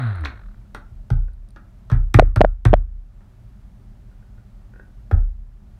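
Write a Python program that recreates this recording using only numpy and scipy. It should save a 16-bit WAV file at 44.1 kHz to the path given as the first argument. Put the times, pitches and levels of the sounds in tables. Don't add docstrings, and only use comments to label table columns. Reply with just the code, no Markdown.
import sys
import numpy as np
from scipy import signal
from scipy.fft import rfft, irfft, next_fast_len
from scipy.io import wavfile

SR = 44100
rng = np.random.default_rng(int(sys.argv[2]) if len(sys.argv) > 2 else 0)


def int16_out(signal):
    q = np.round(np.clip(np.atleast_2d(signal).T, -1, 1) * 32767)
    wavfile.write(sys.argv[1], SR, q.astype(np.int16))


N = 255339

# resonance in Hz, width in Hz, relative level in dB.
HOUSING = [(770, 780, -6.5), (1050, 780, -2), (1357, 180, 8), (1620, 390, -1.5), (1790, 160, -4),
           (2450, 700, -20.5), (3782, 670, -18)]
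# start in seconds, level in dB, pitch of the thump as a ratio.
BLOWS = [(0.764, -35.5, 0.88), (0.916, -31.5, 0.99), (1.110, -12, 1.05), (1.919, -10, 1.042),
         (2.147, -6, 0.97), (2.366, -10.5, .93), (2.656, -7.5, 0.97), (5.123, -9.5, 0.77)]

START_HZ = 133.7


def amp(db):
    return 10 ** (np.asarray(db) / 20)


def unit(x):
    return x / np.sqrt(np.mean(x ** 2) + 1e-20)


def along(points, hz):
    point_hz, values = np.transpose(points)
    return np.interp(np.log(hz + 1), np.log(point_hz), values)


def filtered(x, response):
    size = next_fast_len(len(x) + SR // 4)
    spectrum = rfft(x, size) * response(np.fft.rfftfreq(size, 1 / SR))
    return irfft(spectrum, size)[:len(x)]


def noise(colour, size):
    return unit(filtered(rng.standard_normal(size), lambda hz: amp(along(colour, hz))))


def resonance(f, hz, width):
    return np.abs(f * width / (hz * hz - f * f + 1j * f * width))


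def resonant_noise(peaks, size):
    def body(f):
        powers = [(amp(db) * resonance(f, hz, width) ** 2) ** 2 for hz, width, db in peaks]
        return np.sqrt(sum(powers))
    return unit(filtered(rng.standard_normal(size), body))


def fade(t, t60):
    return amp(-60 * t / t60)


def ring(modes, t, pitch=1):
    total = 0
    for k, (hz, db, t60) in enumerate(modes):
        sine = np.sin(2 * np.pi * hz * pitch * t)
        total = total + (-1) ** k * amp(db) * fade(t, t60) * sine
    return total


def add(track, s, sound):
    part = track[round(s * SR):][:len(sound)]
    part += sound[:len(part)]


def shaft_speed(drag_s=0.48, friction_hz_per_s=34):
    t = np.arange(N) / SR
    offset = friction_hz_per_s * drag_s
    speed = (START_HZ + offset) * np.exp(-t / drag_s) - offset
    return np.maximum(speed, 1e-3)


def motor(pot_hz=260, pot_width_hz=75, overtone_db=-13, pulsing=0.08, tick_hz=50, uneven_db=1.6):
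    # frequency in Hz, relative level in dB per Hz.
    gear_colour = [(200, -22), (330, -9.5), (430, -11.5), (650, -2.5), (1000, -8), (1400, 2.5), (2100, -10),
                   (3000, -24.5), (4100, -16.5), (5300, -49), (7500, -49), (9300, -38), (11500, -64)]
    # centre in Hz, width in Hz, level in dB.
    shaken = [(113.5, 37, -20), (76, 11.2, -25.5), (39.5, 11, -37.5)]
    start_db, db_per_octave = -34, 15.5
    sharpest = 12
    hz = shaft_speed()
    turns = np.cumsum(hz) / SR
    angle = 2 * np.pi * turns

    shake = sum(amp(db) * resonance(hz, centre, width) ** 2 for centre, width, db in shaken)
    overtones = sum(resonance(k * hz, pot_hz, pot_width_hz) ** 2 * np.cos(k * angle) for k in (2, 4))
    hum = np.sqrt(2) * (np.cos(angle) + amp(overtone_db) * overtones)

    strength = amp(uneven_db * np.interp(turns, np.arange(N), rng.standard_normal(N)))
    sharpness = pulsing + np.minimum((tick_hz / hz) ** 2, sharpest)
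    gate = np.exp(sharpness * np.cos(angle)) / np.sqrt(np.i0(2 * sharpness))
    gear_db = start_db + db_per_octave * np.log2(hz / START_HZ)
    rasp = amp(gear_db) * noise(gear_colour, N) * gate * strength
    return shake * hum + rasp


def background(db=-44.5, width_hz=14):
    # frequency in Hz, relative level in dB per Hz.
    rumble_colour = [(13, -34), (22, -9.5), (49, 3), (66, -8.5), (114, -6.5), (146, -17.5), (203, -14.5),
                     (324, -30), (393, -27), (450, -40), (577, -31), (1110, -38.5), (1240, -37.5),
                     (2540, -47), (15500, -60)]
    # frequency in Hz, level in dB.
    drone_rows = [(39, -46.5), (116, -54.5), (202, -61)]
    drones = sum(amp(level) * resonant_noise([(hz, width_hz, 0)], N) for hz, level in drone_rows)
    return amp(db) * noise(rumble_colour, N) + drones


def drips(t60=0.014):
    # start in seconds, level in dB.
    tick_rows = [(0.157, -53.5), (0.209, -54), (1.335, -62), (1.488, -56), (1.506, -54.5)]
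    # frequency in Hz, relative level in dB per Hz.
    tick_colour = [(2500, -28), (4000, -0.5), (5800, -5), (7100, -24), (9300, 7.5), (11500, -16),
                   (15000, -16.5)]
    out, t = np.zeros(N), np.arange(SR // 20) / SR
    for s, db in tick_rows:
        add(out, s, amp(db) * noise(tick_colour, len(t)) * fade(t, t60))
    return out


def knocks(crack_t60=0.016, snap_t60=0.0082, rise=0.00019, accent_db=4, accent_width_hz=600,
           hollow_sustain=1.4):
    # start in seconds, level in dB, hardness from 0 to 1,
    # hollow sound against the shell in dB, favoured shell resonance in Hz, shell decay (t60) in seconds.
    knock_rows = [(.238, -31.5, 0.3, -6, 1500, 0.049), (0.2495, -20.5, 0, -15, 3900, .014),
                  (0.2541, -15, 0, -28, 2200, 0.017), (.747, -25, 0.6, -12.5, 1220, 0.038),
                  (1.103, -29.5, 0.68, 1.5, 1520, 0.025), (1.561, -42, 0.54, -5, 1450, 0.085),
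                  (1.900, -32, 0.6, -6, 1110, 0.1), (1.916, -34, 0.8, -1, 1790, .12),
                  (2.1418, -11.5, .72, -0.5, 1900, 0.032), (2.3606, -22.5, 0.8, -2, 1100, 0.069),
                  (2.652, -16, 0.69, -3, 1400, 0.054), (3.207, -59.5, .3, 0, 1300, .1),
                  (5.112, -26, 0, 1.5, 1390, 0.028)]
    # frequency in Hz, relative level in dB per Hz.
    hollow_colour = [(120, -20.5), (220, 3), (320, 4.5), (440, -4), (620, -3), (850, -5.5), (1300, -14),
                     (1800, -46.5)]
    crack_colour = [(1500, -22.5), (2600, -4), (3900, 4), (4800, -3.5), (6000, -2), (7100, -21.5),
                    (9000, -27.5)]
    snap_colour = [(4000, -25.5), (6000, -3.5), (7100, -17.5), (8300, 7.5), (9500, -6.5), (10500, -9),
                   (12500, -13), (15500, -22)]
    crack_db, crack_soft_db = -6.5, -16
    snap_db, snap_soft_db = 2, -58
    press_s = 0.009
    out, t = np.zeros(N), np.arange(SR // 4) / SR
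    for s, db, hardness, hollow_db, accent_hz, t60 in knock_rows:
        softness = 1 - np.clip(hardness, 0, 1)
        peaks = HOUSING + [(accent_hz, accent_width_hz, accent_db)]
        shell = resonant_noise(peaks, len(t)) * fade(t, t60)
        hollow = amp(hollow_db) * noise(hollow_colour, len(t)) * fade(t, hollow_sustain * t60)
        crack = amp(crack_db + crack_soft_db * softness) * noise(crack_colour, len(t)) * fade(t, crack_t60)
        snap = amp(snap_db + snap_soft_db * softness) * noise(snap_colour, len(t)) * fade(t, snap_t60)
        add(out, s, amp(db) * (crack + snap))
        add(out, s + press_s * amp(db), amp(db) * (shell + hollow) * (1 - np.exp(-t / rise)))
    return out


def kitchen(x, build=0.002):
    # frequency in Hz, decay (t60) in seconds.
    decay_rows = [(150, 0.4), (700, 0.3), (1400, 0.32), (2400, 0.23), (7000, 0.17), (14000, 0.17)]
    hz, t, cells = signal.stft(rng.standard_normal(SR // 2), SR, nperseg=256)
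    t60 = along(decay_rows, hz)[:, None]
    cells = cells * fade(t, t60) * (1 - np.exp(-t / build))
    tail = signal.istft(cells, SR, nperseg=256)[1]
    return signal.fftconvolve(x, tail / np.linalg.norm(tail))[:N]


def thuds(rise=0.002):
    # frequency in Hz, relative level in dB, decay (t60) in seconds.
    sway_modes = [(33.01, -1, .6), (37.46, 1, 0.75), (65.64, -7.5, 0.71)]
    # frequency in Hz before the pitch ratio, relative level in dB,
    # decay (t60) in seconds.
    thump_modes = [(89.9, -6, 0.37), (117.64, 2, 0.23), (162.5, -9.5, .09), (261, -23, 0.24)]
    thump_db, thump_grows = 5, 1.38
    out, t = np.zeros(N), np.arange(SR) / SR
    for s, db, pitch in BLOWS:
        sway = amp(db) * ring(sway_modes, t)
        thump = amp(thump_db + thump_grows * db) * ring(thump_modes, t, pitch)
        add(out, s, (sway + thump) * (1 - np.exp(-(t / rise) ** 2)))
    return out


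def dips(depth_db=15, fall=0.07, recovery=0.5, deepest_db=8):
    t = np.arange(N) / SR
    dip = 0
    for s, db, _ in BLOWS:
        age = np.maximum(t - s, 0)
        dip = dip + amp(db) * (1 - np.exp(-age / fall)) * np.exp(-(age / recovery) ** 4)
    return amp(-np.minimum(depth_db * dip, deepest_db))


def taps(scuff_db=-14, scuff_t60=0.027):
    # start in seconds, level in dB.
    tap_rows = [(1.282, -47), (4.113, -54), (4.225, -54.5), (4.38, -52), (4.736, -45.5), (4.759, -43),
                (4.796, -37.5)]
    # average frequency in Hz, relative level in dB, decay (t60) in seconds.
    handle_modes = [(315, -3, 0.022), (520, -6.5, 0.061), (784, -10, 0.013), (1482, -3, 0.047),
                    (1613, -9, 0.039), (1830, -14.5, 0.048), (2580, -25.5, .05)]
    out, t = np.zeros(N), np.arange(SR // 4) / SR
    for s, db in tap_rows:
        scuff = amp(scuff_db) * resonant_noise(HOUSING, len(t)) * fade(t, scuff_t60)
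        pitch = 1 + rng.normal(0, 0.01)
        add(out, s, amp(db) * (ring(handle_modes, t, pitch) + scuff))
    return out


def clack(db, hz, t60, rise=0.00091, stiffening=1.4, contact=0.00044, push_db=-11, push_hz=205,
          case_db=-12, case_hz=1400, grit_db=-22, softening=0.82, choke=1.693):
    # frequency in Hz, relative level in dB per Hz.
    grit_colour = [(500, -10), (1100, -1), (1550, 1.5), (2200, -16.5), (3000, -4.5), (4000, -20),
                   (6000, -38.5), (14000, -61)]
    t = np.arange(SR // 20) / SR
    firmness = min(amp(db), 1)
    swell = 1 - np.exp(-(t * firmness ** softening / rise) ** 2)
    swell = swell * fade((t / t60) ** choke, 0.98)
    swell = swell / swell.max()
    pressed_hz = hz * (1 + firmness * stiffening * np.exp(-t / contact))
    phase = 2 * np.pi * np.cumsum(pressed_hz) / SR
    push = amp(push_db) * np.sin(2 * np.pi * push_hz * t)
    case = amp(case_db) * np.sin(2 * np.pi * case_hz * t)
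    bright = case + amp(grit_db) * noise(grit_colour, len(t))
    return amp(db) * swell * (np.sin(phase) - push + bright * (firmness * swell) ** 2)


def clacks(lead_s=0.0058, touch_hz=420, touch_t60=0.0058, land_hz=601.5, hz_per_db=9, land_t60=0.012):
    # landing in seconds, level in dB,
    # level of the first touch against the landing in dB.
    bounce_rows = [(2.1946, 8.5, -1.5), (2.2228, -10.5, -25), (2.4131, 4.5, -2.5), (2.4462, 0.5, -11),
                   (2.7373, 2.5, -3.5)]
    out = np.zeros(N)
    for s, db, touch_db in bounce_rows:
        add(out, s - lead_s, clack(db + touch_db, touch_hz, touch_t60))
        add(out, s, clack(db, land_hz + hz_per_db * db, land_t60))
    return out


def scene(room_db=-5, clack_room_db=-38):
    air = knocks() + taps()
    rattle = clacks()
    echo = kitchen(amp(room_db) * air + amp(clack_room_db) * rattle)
    ambience = (echo + background()) * dips()
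    return (motor() + air + drips() + thuds() + rattle + ambience)[None]


def record(dry, hardness=12, top_hz=15900):
    clipped = dry[0] / (1 + np.abs(dry[0]) ** hardness) ** (1 / hardness)
    return filtered(clipped, lambda hz: 1 / (1 + (hz / top_hz) ** 80))[None]


dry = scene()
out = record(dry)
int16_out(out)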